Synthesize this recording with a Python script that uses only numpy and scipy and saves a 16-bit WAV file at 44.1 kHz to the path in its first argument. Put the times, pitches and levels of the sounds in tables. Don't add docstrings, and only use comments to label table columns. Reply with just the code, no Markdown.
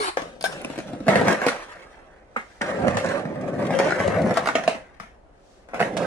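import sys
import numpy as np
from scipy import signal
from scipy.fft import rfft, irfft
from scipy.io import wavfile
from scipy.ndimage import map_coordinates

SR = 44100
rng = np.random.default_rng(int(sys.argv[2]) if len(sys.argv) > 2 else 0)


def dump_mix(stems):
    frames = np.atleast_2d(stems).T
    limited = np.clip(frames, -1, 1)
    pcm = np.round(limited * 32767).astype(np.int16)
    wavfile.write(sys.argv[1], SR, pcm)


N = 267240
TIME = np.arange(N) / SR

# frequency in Hz, relative spectral density in dB.
HUSH_SPECTRUM = [(15, -28.5), (25, -2), (62, -2), (77, -9), (88, -8.5), (146, -16.5), (278, -12.5),
                 (318, -12.5), (415, -12.5), (572, -11), (768, -12), (878, -18.5), (4000, -42.5),
                 (10000, -50), (12000, -70.5), (15000, -74)]
SWISH_SPECTRUM = [(1000, -17), (3000, 4.5), (6000, 4), (9500, -4), (11500, -17), (15000, -22)]
ECHO_SPECTRUM = [(60, -28), (250, -8), (550, -8), (1100, -1), (2500, 1.5), (9000, 2.5), (15000, -10)]
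SKID_SPECTRUM = [(250, -55), (560, -9), (780, 3), (1250, -4), (1900, -8.5), (2450, -8.5), (3300, -18),
                 (4200, -10), (5000, -18), (6800, -25), (9900, -15), (11000, -30), (15000, -43)]
SQUEAK_SPECTRUM = [(150, -20), (600, 17), (1900, -10), (3100, 6), (4300, 0), (5300, -1), (6500, -8),
                   (9400, 3.5), (11300, -3), (12200, -8), (15000, -15)]
# frequency in Hz, coherence from 0 to 1.
HUSH_COHERENCE = [(60, 0.7), (240, 0.94), (930, 0.05), (3680, 0), (14500, 0.3)]
# middle in seconds, half length in seconds, level in dB.
SWISHES = [(2.536, 0.17, -62), (5.528, 0.13, -64)]
# time in seconds, left minus right in dB, left-ear delay in ms.
BOARD_PATH = [(0, 1.5, -0.31), (0.7, 1.5, -0.096), (1.2, -1, -0.074), (2.4, -1.5, -0.12),
              (3.3, -2.5, -0.13), (4.0, 1.5, -0.028), (4.6, -0.5, 0.037), (5.5, 3, 0.12),
              (6.05, -5.5, 0.043)]

# frequency in Hz, bandwidth in Hz, relative level in dB.
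SLAB_MODES = [(71, 44, -23), (90, 19, -4.5), (106.4, 11, -2.5), (123, 38, -13)]
RUMBLE_MODES = [(147, 82, -0.5), (193, 76, 4.5), (229, 41, 1), (311, 124, -6.5)]
DECK_MODES = [(415, 198, 1), (489.5, 36, -0.5), (545, 103, 2), (649, 42, 2), (677, 60, 0.7),
              (794, 26, -14.5)]
TRUCK_MODES = [(972, 1440, 2.5), (1437, 140, 4), (1475, 284, 3), (1870, 220, 0.5), (2078, 430, -5)]
GRIT_MODES = [(2535, 404, -2), (3006, 2340, 0), (4410, 1200, -3.5), (5390, 1670, -6), (7170, 3400, -7),
              (9800, 1920, -12.5), (13360, 3700, -59.5)]
RING_MODES = [(1130, 140, 4), (1410, 83, 5), (1630, 110, 0), (1918, 130, 5.5), (2130, 49, 3),
              (2650, 440, 5.5), (3070, 120, 8.5)]

# start in seconds, frequency in Hz, relative level in dB.
PINGS = [(0.412, 5100, -19), (0.41, 9300, -21), (0.427, 4750, -21), (0.426, 8900, -16), (0.617, 10100, -25),
         (0.647, 2600, -19.5), (0.649, 9800, -22)]
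# start in seconds, relative level in dB.
CRUNCHES = [(1.326, -4), (2.869, -14), (2.88, -12.5), (3.046, -27), (3.06, -11), (3.087, -11.5),
            (3.411, -23), (3.667, -13.5), (3.707, -15), (3.749, -13), (3.915, -16), (3.995, -14),
            (4.076, -9), (4.144, -23), (4.217, -15.5), (4.293, -20), (4.339, -11), (4.374, -5.5),
            (4.555, -7), (4.68, -7), (5.973, -7.5)]
# first and last slip rate in Hz, tone and scrape gain in dB.
SKID = (436.5, 355.5, -27, -26.5)
SQUEAK = (735.5, 776.5, -13, -27.5)
# multiple of the slip rate, first and last relative level in dB.
SKID_HARMONICS = [(1, 1, -6), (2, -13, -11), (3, -16, -14)]
SQUEAK_HARMONICS = [(1, -14, -13), (2, -17, -7), (3, -25, -22), (7, -26, -21)]

# time in seconds, relative level in dB, weight on the wheels in dB.
RUNS = [
    [(0.25, -46.5, 1), (0.39, -53.5, 4), (0.48, -40, 0.5), (0.75, -42.5, 2.5), (1.05, -43.5, 10)],
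    [(1.09, -22.5, 1.5), (1.22, -25, 5.5), (1.31, -22, -2.5), (1.38, -34, -3.5), (1.44, -32, -8.5),
     (1.55, -38, -8.5), (1.66, -55, -14), (1.76, -47, -7), (1.96, -57, -8), (2.25, -62.5, -5),
     (2.6, -67, -15)],
    [(2.62, -29, -5.5), (2.73, -32.5, -1.5), (2.85, -26.5, 4), (3.0, -29, -1.5), (3.16, -29, -3.5),
     (3.22, -35.5, 1.5), (3.27, -34.5, 8.5), (3.34, -33.5, 4.5), (3.52, -33, 6.5), (3.73, -26, 0),
     (3.84, -24, 0), (3.98, -28.5, -3.5), (4.12, -25.5, 2), (4.23, -24, 7), (4.31, -26, 0)],
    [(4.41, -35.5, 1), (4.63, -41.5, 5), (4.75, -42, 3), (4.84, -57, -3), (5.2, -88, -19), (5.7, -66.5, -1)],
    [(5.76, -36.5, -5), (5.87, -31.5, 1), (5.95, -36.5, 5), (6.05, -26, -1)],
]
ROLL_BRIGHTNESS = [(-1.5, -6), (-2, -16.5), (-4, -18), (2.5, -11.5), (-7, -20)]
# middle in seconds, half length in seconds, extra boom in dB.
TURNS = [(2.903, 0.23, 12.5), (4.035, 0.082, 23)]
# start in seconds, relative level in dB, favoured thud pitch in Hz,
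# rattle t60 in seconds.
BUMPS = [(0.219, -20.5, 320, 0.031), (0.647, -19.5, 290, 0.043), (0.7, -20, 320, 0.37),
         (0.758, -23, 298, 0.068), (0.778, -17.5, 320, 0.23), (0.787, -17.5, 305, 0.044),
         (0.801, -22.5, 310, 0.095), (0.889, -35, 276, 0.027), (0.902, -31, 297, 0.055),
         (0.933, -23.5, 320, 0.13), (1.004, -22.5, 295, 0.07), (1.067, -13.5, 229, 0.17),
         (1.322, -12.5, 221, 0.19), (2.871, -9.5, 164, 0.068), (2.945, -15, 212, 0.029),
         (3.045, -12, 214, 0.053), (3.253, -13.5, 170, 0.081), (3.594, -20, 197, 0.089),
         (3.705, -12.5, 190, 0.037), (3.886, -16, 196, 0.04), (4.001, -8.5, 195, 0.079),
         (4.079, -6.5, 172, 0.22), (4.308, -10, 162, 0.034), (5.687, -31, 298, 0.4)]
# start in seconds, relative level in dB; thud, trucks, grit
# and ring in dB relative to that; favoured thud, deck and ring pitch in Hz; rattle t60 in seconds.
CLACKS = [(0.171, -5, -28, -11, -18, -12.5, 300, 560, 1130, 0.24),
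          (0.410, -28, -25, -5, -4, -15, 300, 560, 1870, 0.11),
          (0.440, -11, -56, -9.5, -11.5, -36, 302, 690, 1390, 0.04),
          (1.081, 0.5, -4, -10, -21, -15, 176, 704, 1870, 0.21),
          (1.087, -2.5, -3, -8.5, -16, -10.5, 187, 740, 1918, 0.54),
          (1.156, -2, -2, -12, -19, -6.5, 169, 545, 1870, 0.26),
          (1.166, -9.5, 4.5, -7, -18, -7.5, 180, 590, 1918, 0.43),
          (1.213, 0, -13, -17, -28, -38, 177, 610, 1870, 0.091),
          (1.272, -11, -1, -19, -19, -8, 174, 610, 1630, 0.11),
          (1.282, -1, -8.5, -12.5, -17, -10, 206, 630, 1630, 0.091),
          (1.416, -14, -4, -13, -14, -1.5, 250, 596, 1630, 0.21),
          (1.465, -1, -5, -11.5, -15.5, -26, 302, 524, 1630, 0.19),
          (1.484, -19.5, 6.5, -2, 2, 10.5, 259, 560, 1630, 0.13),
          (2.362, -21, -4, 6, -43, -1, 235, 550, 1410, 0.14),
          (2.366, -19.5, -12, -17, -14.5, -3.5, 217, 554, 2130, 0.25),
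          (2.611, -18.5, 3, 3.5, -19, 1, 230, 545, 1630, 0.19),
          (2.616, -21.5, 3, 0.5, -3, 6, 215, 530, 1630, 0.071),
          (2.881, -16, 9, -5, -11.5, -2.5, 152, 593, 1870, 0.073),
          (2.97, -6, -14, -11, -14, -12, 206, 670, 1870, 0.12),
          (2.985, -19.5, -12, -1, -7.5, -4, 208, 680, 1870, 0.17),
          (3.789, -11, -39, -3, -8, -8, 250, 500, 1370, 0.089),
          (3.798, -7, -27, -4, -18.5, -15, 250, 520, 1390, 0.1),
          (3.906, -20, -15, 1, -7, 1, 254, 513, 1630, 0.077),
          (3.921, -8, -37, -8, -24, -7.5, 254, 520, 1630, 0.027),
          (4.371, -2.5, -20, -11.5, -19, -7, 280, 744, 1130, 0.11),
          (4.458, -15, -19, -1.5, -12, -7.5, 278, 720, 1410, 0.14),
          (4.472, -9.5, -22, -20, -11.5, -0.5, 282, 720, 1450, 0.15),
          (4.487, -17.5, 2, 8, -6, -3, 290, 650, 1480, 0.1),
          (4.553, 0.5, -15, -11, -20.5, -17.5, 290, 698, 2650, 0.18),
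          (4.637, -19, -6, -6, -11, -10, 283, 650, 1630, 0.13),
          (4.677, 0, -16.5, -14.5, -19, -19.5, 216, 670, 2650, 0.21),
          (4.748, -19.5, -4, -26, -18, -8, 250, 660, 1870, 0.087),
          (4.999, -25, -1.5, 1, -10, -5, 210, 660, 1870, 0.31),
          (5.734, -18.5, -15, -6, -30, -22, 300, 590, 1420, 0.2),
          (5.743, -17, -7, -6, -15, -13, 300, 550, 1420, 0.16),
          (5.795, -23.5, -12, 7, -10, -2, 248, 620, 1870, 0.28),
          (5.802, -4, -18, -9.5, -19.5, -23, 194, 600, 1870, 0.34),
          (5.812, -5, -9, -11, -23, -14.5, 180, 630, 1870, 0.097),
          (5.826, -7.5, -8.5, -21, -25, -8, 180, 645, 1918, 0.08),
          (5.968, -12.5, -18, -7.5, -13, -29, 217, 700, 1870, 0.22)]


def from_db(db):
    return 10 ** (np.asarray(db) / 20)


def unit_rms(x):
    return x / np.sqrt(np.mean(x ** 2) + 1e-20)


def unit_energy(x):
    return x / np.sqrt(np.sum(x ** 2, axis=-1, keepdims=True) + 1e-20)


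def over_time(rows):
    times, *columns = np.transpose(rows)
    return [np.interp(TIME, times, column) for column in columns]


def over_hz(points, size):
    hz, value = np.transpose(points)
    return np.interp(np.log(np.fft.rfftfreq(size, 1 / SR) + 1), np.log(hz), value)


def noise(spectrum, size):
    white = rfft(rng.standard_normal((2, size)))
    return unit_rms(irfft(white * from_db(over_hz(spectrum, size)), size))


def drift(corner_hz):
    step, settle = 40, 2000
    pole = np.exp(-2 * np.pi * corner_hz * step / SR)
    white = rng.standard_normal(N // step + settle + 2)
    slow = signal.lfilter([1], [1, -2 * pole, pole * pole], white)[settle:]
    return np.interp(np.arange(N) / step, np.arange(len(slow)), unit_rms(slow))


def decay(t, t60):
    return np.exp(-np.log(1000) * t / max(t60, 1e-3))


def grains(per_s, spread_db):
    sizes = from_db(spread_db * np.minimum(rng.exponential(1, N), 4)) * rng.choice([-1, 1], N)
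    return unit_rms(sizes * (rng.random(N) < per_s / SR))


def modal_response(modes, favoured_hz=None, scatter_db=0, focus_db=32, damping=1, order=3, size=4096,
                   struck=False):
    t, out = np.arange(size) / SR, 0
    for k, (hz, width_hz, db) in enumerate(modes):
        db = db + scatter_db * rng.standard_normal()
        if favoured_hz:
            db = db - focus_db * abs(np.log2(hz / favoured_hz))
        mode = np.sin(2 * np.pi * hz * t) * np.exp(-np.pi * width_hz * damping * t)
        sign = 1 if struck else (-1) ** k
        out = out + sign * from_db(db) * unit_energy(mode)
    band_hz = np.clip([modes[0][0] * .75, modes[-1][0] * 1.18], 20, .45 * SR)
    return unit_energy(signal.sosfilt(signal.butter(order, band_hz, "band", fs=SR, output="sos"), out))


def hush(level_db):
    mid, side = rfft(noise(HUSH_SPECTRUM, N))
    coherence = np.clip(over_hz(HUSH_COHERENCE, N), 0, 1)
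    ears = irfft(np.sqrt(1 + coherence) * mid + np.sqrt(1 - coherence) * side * [[1], [-1]], N)
    return from_db(level_db) * unit_rms(ears)


def swishes():
    swells = sum(from_db(db) * np.exp(-((TIME - s) / half_s) ** 2) for s, half_s, db in SWISHES)
    return noise(SWISH_SPECTRUM, N) * swells


def yard_echoes(source, bowl, shed, trees, size=24000, hop=2048):
    t = np.arange(size) / SR
    tail = sum(from_db(db) * unit_energy(decay(t, t60)) for db, t60 in (bowl, shed, trees))
    window = np.sin(np.pi * np.arange(2 * hop) / (2 * hop))
    padded = np.pad(source, (hop, 2 * hop))
    out = np.zeros((2, N + 3 * hop + size))
    for at in range(0, N + hop, hop):
        piece = window * padded[at:at + 2 * hop]
        paths = noise(ECHO_SPECTRUM, size) * tail
        echoes = signal.fftconvolve(piece[None], paths, axes=1)
        out[:, at:at + echoes.shape[1]] += echoes
    return out[:, hop:hop + N]


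def hardware_pings(gain_db, t60_cycles, size=4096):
    out, t = np.zeros(N), np.arange(size) / SR
    for s, hz, db in PINGS:
        at = round(s * SR)
        ping = np.sin(2 * np.pi * hz * t) * decay(t, t60_cycles / hz)
        out[at:at + size] += from_db(gain_db + db) * ping
    return out


def grain_crunches(t60, size=4096):
    out, t = np.zeros(N + size), np.arange(size) / SR
    ring = modal_response(GRIT_MODES)
    for s, db in CRUNCHES:
        crackle = rng.standard_normal(size) * rng.exponential(1, size) * decay(t, t60)
        at = round(s * SR)
        out[at:at + size] += from_db(db) * unit_energy(signal.fftconvolve(crackle, ring)[:size])
    return out[:N]


def grit_cracks(hits, gain_db, t60, size=1024):
    out, t = np.zeros(N + size), np.arange(size) / SR
    for s, hit_db, _, _, grit_db, *_ in hits:
        burst = unit_energy(rng.standard_normal(size) * decay(t, t60))
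        at = round(s * SR)
        out[at:at + size] += from_db(gain_db + hit_db + grit_db) * burst
    return signal.sosfilt(signal.butter(1, [900, 9000], "band", fs=SR, output="sos"), out[:N])


def wheel_slip(slip, harmonics, spectrum, start_s, length_s, jitter, flutter_db, release_t60):
    first_hz, last_hz, tone_db, scrape_db = slip
    span = [start_s, start_s + length_s]
    hz = np.interp(TIME, span, [first_hz, last_hz]) * (1 + jitter * drift(corner_hz=133))
    phase = 2 * np.pi * np.cumsum(hz) / SR
    tone = 0
    for multiple, *ends_db in harmonics:
        harmonic_db = np.interp(TIME, span, ends_db) + flutter_db * drift(corner_hz=84)
        tone = tone + from_db(harmonic_db) * np.sin(multiple * phase)
    high_pass = signal.butter(3, .8 * last_hz, "high", fs=SR, output="sos")
    scrape = signal.sosfilt(high_pass, noise(spectrum, N)[0] * (1 + 0.5 * np.cos(phase)))
    age = np.clip(TIME - start_s, 0, 1)
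    attack = np.minimum(age / 0.002, 1)
    release = decay(np.maximum(age - length_s, 0), release_t60)
    return attack * release * (np.sqrt(2) * from_db(tone_db) * tone + from_db(scrape_db) * scrape)


def roll_levels():
    rows = [(*point, *brightness) for run, brightness in zip(RUNS, ROLL_BRIGHTNESS) for point in run]
    level_db, weight_db, truck_db, grit_db = over_time(rows)
    return level_db, weight_db - 1, truck_db - 0.83 * weight_db, grit_db - weight_db


def rolling(slab_db, deck_db):
    level_db, rumble_db, truck_db, grit_db = roll_levels()
    boom_db = slab_db + sum(db * np.exp(-((TIME - s) / half_s) ** 2) for s, half_s, db in TURNS)
    roll = from_db(level_db) * (TIME > CLACKS[0][0])
    lumps = drift(corner_hz=32)
    coarse = roll * grains(per_s=3000, spread_db=2.5)
    fine = roll * grains(per_s=3500, spread_db=3)
    loaded_deck = modal_response(DECK_MODES, favoured_hz=520, focus_db=14)
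    drives = [(modal_response(SLAB_MODES, order=5, size=16384), coarse * from_db(rumble_db + boom_db)),
              (modal_response(RUMBLE_MODES), coarse * from_db(rumble_db + 0.19 * lumps)),
              (loaded_deck, coarse * from_db(deck_db + 0.74 * lumps)),
              (modal_response(TRUCK_MODES), coarse * from_db(truck_db + 1.8 * lumps)),
              (modal_response(GRIT_MODES), fine * from_db(grit_db + 2.8 * lumps))]
    return sum(signal.oaconvolve(force, ring)[:N] for ring, force in drives)


def joint_bumps(bright_db, ring_db, deck_hz, ring_hz):
    _, rumble_db, truck_db, grit_db = roll_levels()
    parts_db = rumble_db, truck_db + bright_db, grit_db + bright_db, truck_db + ring_db
    return [(s, db, *(part[round(s * SR)] for part in parts_db), thud_hz, deck_hz, ring_hz, t60)
            for s, db, thud_hz, t60 in BUMPS]


def board_knocks(hits, gain_db, scatter_db, size=12000):
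    out, t = np.zeros(N + size), np.arange(size) / SR
    for s, hit_db, thud_db, truck_db, grit_db, ring_db, thud_hz, deck_hz, ring_hz, t60 in hits:
        chatter = rng.standard_normal(size) * rng.exponential(1, size) * decay(t, t60)
        rattle = unit_energy(chatter) * np.sqrt(t60)
        deck = modal_response(DECK_MODES, deck_hz, scatter_db, damping=0.72, struck=True)
        # response, level in dB, rattle in dB. Steel rattles more than wood.
        parts = [(modal_response(RUMBLE_MODES, thud_hz, scatter_db, focus_db=38), thud_db, 1),
                 (deck, -1.2, 2),
                 (modal_response(TRUCK_MODES, None, scatter_db), truck_db, 6.5),
                 (modal_response(GRIT_MODES, None, scatter_db), grit_db, 8.5),
                 (modal_response(RING_MODES, ring_hz, scatter_db, focus_db=39.5), ring_db, 4)]
        at = round(s * SR)
        for response, part_db, rattle_db in parts:
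            force = (t == 0) + from_db(rattle_db) * rattle
            vibration = unit_energy(signal.fftconvolve(force, response)[:size])
            out[at:at + size] += from_db(gain_db + hit_db + part_db) * vibration
    return out[:N]


def scene():
    hits = list(CLACKS) + joint_bumps(bright_db=-5.5, ring_db=-34, deck_hz=560, ring_hz=1630)
    board = rolling(slab_db=-15, deck_db=5.5)
    board += board_knocks(hits, gain_db=18, scatter_db=0.62)
    board += grit_cracks(hits, gain_db=5.5, t60=0.022)
    board += grain_crunches(t60=0.025)
    board += wheel_slip(SKID, SKID_HARMONICS, SKID_SPECTRUM, start_s=0, length_s=0.09,
                        jitter=0.034, flutter_db=3.5, release_t60=0.073)
    board += wheel_slip(SQUEAK, SQUEAK_HARMONICS, SQUEAK_SPECTRUM, start_s=0.441, length_s=0.02,
                        jitter=0.028, flutter_db=3, release_t60=0.04)
    pings = hardware_pings(gain_db=0.5, t60_cycles=42)
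    pan_db, lag_ms = over_time(BOARD_PATH)
    right = board + pings
    left = map_coordinates(right, [np.arange(N) - lag_ms * SR / 1000], order=3)
    scattered = board + from_db(-8) * pings
    echoes = yard_echoes(scattered, bowl=(-2.6, 0.02), shed=(-8.5, 0.25), trees=(-13, 0.4))
    ears = (np.array([left, right]) + echoes) * from_db(pan_db * np.array([[.5], [-.5]]))
    return from_db(-5) * ears + hush(level_db=-53) + swishes()


def record(dry):
    ceiling, cutoff_hz = 0.75, 15200
    rounded = dry / (1 + (dry / ceiling) ** 4) ** .25
    return signal.sosfilt(signal.ellip(10, .1, 80, cutoff_hz, fs=SR, output="sos"), rounded)


dry = scene()
out = record(dry)
dump_mix(out)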